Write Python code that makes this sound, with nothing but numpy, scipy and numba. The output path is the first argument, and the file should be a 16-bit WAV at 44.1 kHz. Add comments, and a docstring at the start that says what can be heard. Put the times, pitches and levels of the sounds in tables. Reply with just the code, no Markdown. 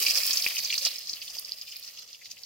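"""A dense, bright sizzle crackles with loud pops and thin spits, then sinks away: onions fry in hot oil.
Thousands of steam bubbles sound as short damped rings of rising pitch, in flurries, over steam noise.
Pops and spits are leading rings with fading trails; big bubbles thud at low pitch.
Pot-wall scatter and a pot and microphone response colour the oil; fire and open air murmur beneath
as filtered noise. The microphone backs away."""
import sys
import numpy as np
from scipy import signal
from scipy.fft import rfft, irfft
from scipy.io import wavfile
from scipy.ndimage import uniform_filter1d
from numba import njit

SR = 44100
rng = np.random.default_rng(int(sys.argv[2]) if len(sys.argv) > 2 else 0)


def file_out(sig):
    """Save sig as 16-bit WAV at sys.argv[1]."""
    # one column per channel
    cols = np.atleast_2d(sig).T
    # limit, then scale
    lim = np.clip(cols, -1, 1)
    pcm = np.round(lim * 32767).astype(np.int16)
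    wavfile.write(sys.argv[1], SR, pcm)


N = 108133  # samples
SECONDS = np.arange(N) / SR


def undb(db):
    """Logarithmic level: decibels become an amplitude ratio."""
    return 10 ** (np.asarray(db) / 20)


def shape(table, hz):
    """Spectral envelope: (Hz, dB) points joined linearly over log frequency."""
    f, db = np.array(table, float).T
    return np.interp(np.log(np.maximum(hz, 1)), np.log(np.maximum(f, 1)), db)


def response(db):
    """Minimum phase: a folded cepstrum turns a dB curve on 1025 bins into a causal impulse response."""
    cepstrum = irfft(db * np.log(10) / 20)
    cepstrum[1:1024] *= 2
    cepstrum[1025:] = 0
    return irfft(np.exp(rfft(cepstrum)))[:1024]


def walk(rate, count=1):
    """Slow random modulation: levels held 1 / rate seconds, smoothed, with unit spread."""
    hold = max(int(SR / rate), 2)
    levels = rng.standard_normal((count, N // 50))[:, :N // hold + 1]
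    smooth = uniform_filter1d(np.repeat(levels, hold, axis=1), hold)[:, :N]
    return smooth / smooth.std(axis=1, keepdims=True)


@njit
def add(out, start, hz, cycles, swell, glide, left, right, lead):
    """Damped oscillation: each grain swells, rings at a rising pitch and dies, phase-shifted at right."""
    for g in range(len(start)):
        w = 2 * np.pi * hz[g] / SR
        ring_samples = 2 * np.pi * cycles[g] / w
        fade = np.exp(-2 / ring_samples)
        z, turn = 1 + 0j, np.exp(1j * w * lead[g] * SR)
        step, bend = fade * np.exp(1j * w), np.exp(1j * w * glide / ring_samples)
        rise = 0.
        end = start[g] + int(3 * cycles[g] * SR / hz[g]) + 2
        for i in range(start[g], min(len(out[0]), end)):
            rise = min(rise + hz[g] / SR / (swell * cycles[g]), 1.)
            out[0, i] += left[g] * rise * z.imag
            out[1, i] += right[g] * rise * (z * turn).imag
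            z *= step
            step *= bend
    return out


SWELL, GLIDE = .4, 0.081  # rise time and fractional pitch rise, both per the grain's cycles
# Phase lead of the right port and its spread [s]: bubbles lie all over the pot
LEAD_S, LEAD_SPREAD_S = -0.000034, .00008


def grains(t, hz, cycles, db, pan_db, place):
    """Superposition: grains are summed at two ports; pan is left minus right, place sets the phase lead."""
    hz = np.clip(hz, 40, 17000)
    start = np.clip(t * SR, 0, N - 1).astype(np.int64)
    left, right = undb(db + pan_db / 2), undb(db - pan_db / 2)
    lead = LEAD_S + LEAD_SPREAD_S * place
    return add(np.zeros((2, N)), start, hz, cycles + 0 * hz, SWELL, GLIDE, left, right, lead)


# Spectrum of the flames and open air: pitch_hz [Hz], relative_level_db [dB per Hz]
FIRE_SPECTRUM = [(25, -15.5), (151, -14.5), (362, -22.5), (510, -15), (1500, -26.5), (1950, -18),
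                 (3300, -120)]
FIRE_DB, FIRE_SIDE, FIRE_PAN_DB = -68, .72, 3.5  # level, side share, left minus right
FIRE_FLICKER_DB, FIRE_FLICKER_PER_S = 2.5, 8.54
FIRE_FADE_DB_PER_S = -2  # the microphone backs away


def fire():
    """Spectral shaping: noise filtered to a low murmur flickers and fades."""
    gain = undb(shape(FIRE_SPECTRUM, np.arange(N // 2 + 1) * SR / N))
    murmur = irfft(rfft(rng.standard_normal((2, N))) * gain, N)
    flicker_db = FIRE_FLICKER_DB * walk(FIRE_FLICKER_PER_S, count=2)
    mid, side = murmur * undb(flicker_db + FIRE_FADE_DB_PER_S * SECONDS)
    pan_db = FIRE_PAN_DB * np.array([[.5], [-.5]])
    return (mid + FIRE_SIDE * np.array([side, -side])) * undb(FIRE_DB + pan_db) / mid.std()


# Big bubbles that thud in the pot: start_s [s], level_db [dB], pitch_hz [Hz], ring [cycles]
BIG_BUBBLES = [(0.011, -36, 380, 3), (.085, -43, 232, 3.3), (.19, -33, 557, 3.6), (0.4642, -13, 1200, 0.33),
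               (0.778, -29, 1350, 1.5), (0.8648, -28, 625, 2.6), (0.867, -33, 1200, 6.3),
               (1.131, -49, 230, 2), (1.304, -46, 706, 3.4), (1.368, -38, 800, 1.5),
               (1.395, -42.5, 540, 1.6), (1.518, -43, 650, 2.3)]
THUD_PAN_DB = 4


def thuds():
    """Low resonance: a big bubble gives a few low cycles, or one short push with much bass."""
    t, db, hz, cycles = np.array(BIG_BUBBLES).T
    return grains(t, hz, np.maximum(cycles, .2), db, THUD_PAN_DB, 0 * t)


# Course of the sizzle: start_s [s], level_db [dB], treble_db of the small bubbles and steam [dB],
# lows_db of the big bubbles [dB]
SIZZLE_COURSE = [(0, -34.5, 6.5, 2.5), (.14, -35.5, 2.5, 0.5), (.26, -37, 4.5, 0.5), (.43, -38, 3, 0.5),
                 (.53, -42.5, 4.5, 1.5), (.69, -41.5, -1, -3), (.86, -41, 1, 3.5), (1.02, -49.5, -2, -1.5),
                 (1.32, -50, 3, 0.5), (1.53, -54.5, 3, 1.5), (1.8, -53.5, 1.5, -2.5),
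                 (2.07, -57, -1.5, 6.5), (2.3, -58, 1, -30.5), (2.45, -60, 2.5, 1)]
BUBBLES_PER_S, BUBBLE_CYCLES = 11000, 3.16
BUBBLE_SCATTER_DB, BIGGEST_DB = 4.4, 14  # scale and ceiling of the exponential level scatter
TREBLE_SCATTER, BIG_SCATTER = 0.51, .65  # smallest and biggest bubbles are more alike
FLURRY_DB, FLURRY_PER_S, BAND_FLURRY_DB, BAND_FLURRY_PER_S = 2.5, 60, 2.4, 30
PAN_SPREAD_DB, LOW_PAN_SPREAD_DB = 2, 16  # the second adds to the first below 700 Hz
HISS_DB, STEAM_SIDE = -10, .8  # steam gain; share of its low noise that differs between ports


def bubbles():
    """Random superposition: bubble rings of all sizes, near equal power per Hz, bunch in flurries."""
    t, _, treble, lows = np.array(SIZZLE_COURSE).T
    chance = rng.random((30000, 6))[:int(BUBBLES_PER_S * N / SR)].T
    when, hz = chance[0] * N / SR, 150 + 16500 * chance[1] ** 1.5
    at = (when * SR).astype(int)
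    octave = np.maximum(np.log2(hz / 150), 3).astype(int)  # all the low bubbles share one band
    size_db = np.minimum(-BUBBLE_SCATTER_DB * np.log(1 - chance[2]), BIGGEST_DB)
    size_db += FLURRY_DB * walk(FLURRY_PER_S)[0, at]
    size_db += BAND_FLURRY_DB * walk(BAND_FLURRY_PER_S, count=8)[octave, at]
    db = 10 * np.log10(hz ** (4 / 3))  # offsets the rarer and shorter high rings
    small = np.clip((hz - 6000) / 3000, 0, 1)
    db += size_db * (1 - small * (1 - TREBLE_SCATTER)) + np.interp(when, t, treble) * small
    big = np.clip((2000 - hz) / 600, 0, 1)
    db += (np.interp(when, t, lows) - size_db * (1 - BIG_SCATTER)) * big
    cycles = BUBBLE_CYCLES * (.5 + chance[3])
    pan_db = (PAN_SPREAD_DB + LOW_PAN_SPREAD_DB * (hz < 700)) * (2 * chance[4] - 1)
    return grains(when, hz, cycles, db, pan_db, 2 * chance[5] - 1)


def steam():
    """Turbulence noise: low noise is partly shared by the ports, high noise is opposed between them."""
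    t, _, treble, _ = np.array(SIZZLE_COURSE).T
    mid, side, low = rng.standard_normal((3, N))
    low_noise = signal.lfilter([.5, .5], 1, mid + STEAM_SIDE * np.array([low, -low]))
    high_noise = signal.lfilter([.5, -.5], 1, np.array([side, -side]))
    return low_noise + high_noise * undb(np.interp(SECONDS, t, treble))


def sizzle():
    """Amplitude envelope: bubble foam and steam hiss follow one course of level."""
    t, level, _, _ = np.array(SIZZLE_COURSE).T
    foam = bubbles()
    return (foam / foam.std() + undb(HISS_DB) * steam()) * undb(np.interp(SECONDS, t, level))


LEAD_CYCLES, TRAIL_CYCLES = 4.6, 5.1


def flurry(t, db, hz, trail_db, half_length, pan_db, half_spread, count):
    """Clustered excitation: a sharp leading bubble, then a fading trail of neighbours near its pitch."""
    chance = rng.random((len(t), count, 4)).transpose(2, 0, 1)
    chance[:2, :, 0] = .5  # the leader is on pitch and centred
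    trail = np.arange(count) > 0
    pitch = hz[:, None] * 2 ** (half_spread * 2 * (2 * chance[0] - 1))
    leader_db = (db - shape(COLOUR_CURVE, hz))[:, None]  # offsets the colour applied later
    drop_db = 10 * chance[3] + 14 * chance[2]
    level = leader_db + trail * (np.minimum(trail_db, 10)[:, None] - drop_db)
    cycles = np.where(trail, TRAIL_CYCLES, LEAD_CYCLES) + 0 * pitch
    when = t[:, None] + 2 * half_length * chance[2] * trail
    place = 2 * chance[1] - 1
    return grains(when.ravel(), pitch.ravel(), cycles.ravel(), level.ravel(), pan_db, place.ravel())


# Thin spits of oil: start_s [s], level_db [dB]
OIL_SPITS = [(0.2649, -6.5), (0.4194, -15.5), (0.4854, -13), (0.549, -22), (0.762, -19), (0.9886, -20.5),
             (1.3076, -35), (1.395, -15), (1.7675, -19), (1.7967, -25), (1.9934, -29)]
SPIT_HZ, SPIT_HALF_LENGTH_S, SPIT_HALF_SPREAD_OCTAVES, SPIT_TRAIL_DB = 12200, 0.0021, .25, -0.5


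def spits():
    """High resonance: tiny bubbles ring in very short treble clusters."""
    t, db = np.array(OIL_SPITS).T
    return flurry(t, db, SPIT_HZ + 0 * t, SPIT_TRAIL_DB + 0 * t, SPIT_HALF_LENGTH_S, 0,
                  SPIT_HALF_SPREAD_OCTAVES, count=16)


# Loud pops: start_s [s], level_db [dB], pitch_hz [Hz], trail_db against the leader, before its drop [dB]
LOUD_POPS = [(0.0664, -7.5, 2580, -2.5), (0.0648, -4.5, 4560, 1), (0.084, -13, 4640, 3.5),
             (0.1085, -17.5, 4820, 12), (0.1358, -12.5, 4550, -7), (0.1749, -2, 4900, -9),
             (0.233, -6.5, 4600, -12), (0.276, -4, 4490, -16), (0.3076, -9.5, 4530, 6),
             (0.3314, -8, 6230, 3), (0.3724, -2.5, 5100, -4), (0.4229, -8, 4400, -5.5),
             (0.443, -8, 4630, -14), (0.4635, -8, 2340, -5.5), (0.472, -13, 5570, -4),
             (0.5668, -15, 2670, -1), (0.6027, -15, 4760, 2.5), (0.6477, -7, 5580, -5),
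             (0.697, -17, 3540, 5), (0.7269, -9.5, 2550, -9), (0.7533, -11.5, 4120, -5),
             (0.7793, -5.5, 5400, -2), (0.8103, -20, 4660, 7), (0.865, -12.5, 2670, -9.5),
             (0.871, -10, 4170, 1), (0.7034, -18.5, 2150, -8), (0.984, -16.5, 5510, -3),
             (1.0718, -17.5, 4850, -1), (1.094, -15, 4980, 3.5), (1.1318, -15.5, 4690, 2.5),
             (1.169, -28.5, 2840, -1.5), (1.2165, -23, 4340, 2), (1.2183, -26.5, 2670, 1.5),
             (1.2775, -31, 3500, 4), (1.383, -26, 4300, 6.5), (1.4468, -24, 4800, 8),
             (1.52, -11, 4290, -10.5), (1.6132, -15, 4820, -3.5), (1.6798, -29, 2880, -6.5),
             (1.7227, -26, 2870, -8), (1.7597, -21.5, 4480, -2), (1.827, -26, 4360, -5),
             (1.876, -28, 5000, 9), (1.973, -35, 2950, 5), (1.9868, -25.5, 4460, 1), (2.0412, -31, 5100, 0),
             (2.089, -31, 4140, -3), (2.13, -27, 4750, 6), (2.1472, -30, 2820, -7), (2.215, -39, 2220, 2.5),
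             (2.2455, -27.5, 5120, 3), (2.2568, -26.5, 4650, 0.5), (2.3145, -18.5, 5300, -13),
             (2.369, -38, 2530, 5), (2.4345, -17, 5010, -2.5)]
POP_HALF_LENGTH_S, POP_HALF_SPREAD_OCTAVES, POP_PAN_DB = .009, .16, -0.5


def pops():
    """Transient resonance: loud bubbles ring in clusters that stand out of the sizzle."""
    t, db, hz, trail_db = np.array(LOUD_POPS).T
    return flurry(t, db, hz, trail_db, POP_HALF_LENGTH_S, POP_PAN_DB,
                  POP_HALF_SPREAD_OCTAVES, count=20)


RIM_DB, RIM_T60_S = -6, .028


def rim(oil, count):
    """Diffuse reflection: pot walls scatter the oil; paths crossfade as the microphone moves."""
    out, step = 0, N / (count - 1)
    decay = undb(-60 * np.arange(2000) / SR / RIM_T60_S)
    for k in range(count):
        tail = rng.standard_normal((2, 2000)) * decay
        tail /= np.sqrt((tail ** 2).sum(axis=1, keepdims=True))
        share = np.cos(np.pi / 2 * np.clip((np.arange(N) - k * step) / step, -1, 1))
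        out = out + signal.oaconvolve(oil * share, tail, axes=1)
    return undb(RIM_DB) * out[:, :N]


# Response of pot and microphone: pitch_hz [Hz], level_db [dB]
COLOUR_CURVE = [(88, -74), (150, -45), (244, -11.5), (404, -12.5), (510, -5), (644, 0.5), (862, -15),
                (1150, -0.5), (1570, -6.5), (1880, 1), (2560, 9), (3850, 8.5), (4860, 17), (6000, 10.5),
                (7900, 3), (11200, 2), (13900, 6.5), (15600, -17)]
# Balance of the ports: pitch_hz [Hz], left_minus_right_db [dB]
LEAN_CURVE = [(200, 5), (700, 2.5), (2400, .2), (4400, -1.8), (8000, .3), (14000, -3)]


def colour(oil):
    """Linear filtering: pot and microphone colour the oil, with a different balance at each port."""
    hz = np.arange(1025) * SR / 2048
    # the last point of the curve is left out: record() cuts the top
    body_db, lean_db = shape(COLOUR_CURVE[:-1], hz), shape(LEAN_CURVE, hz)
    ports = np.array([response(body_db + sign * lean_db / 2) for sign in (1, -1)])
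    return signal.fftconvolve(oil, ports, axes=1)[:, :N]


def scene():
    """Superposition: the coloured oil and its wall scatter lie over thuds and fire."""
    background = fire() + thuds()
    oil = sizzle() + spits() + pops()
    return background + colour(oil + rim(oil, count=14))


BOTTOM_HZ, TOP_HZ = 35, 15800


def record(dry):
    """Band limiting: the microphone thins the deep bass and cuts the top."""
    high_pass = signal.butter(1, BOTTOM_HZ, "high", fs=SR, output="sos")
    low_pass = signal.ellip(10, .2, 80, TOP_HZ, fs=SR, output="sos")
    return signal.sosfilt(low_pass, signal.sosfilt(high_pass, dry))


dry = scene()
out = record(dry)
file_out(out)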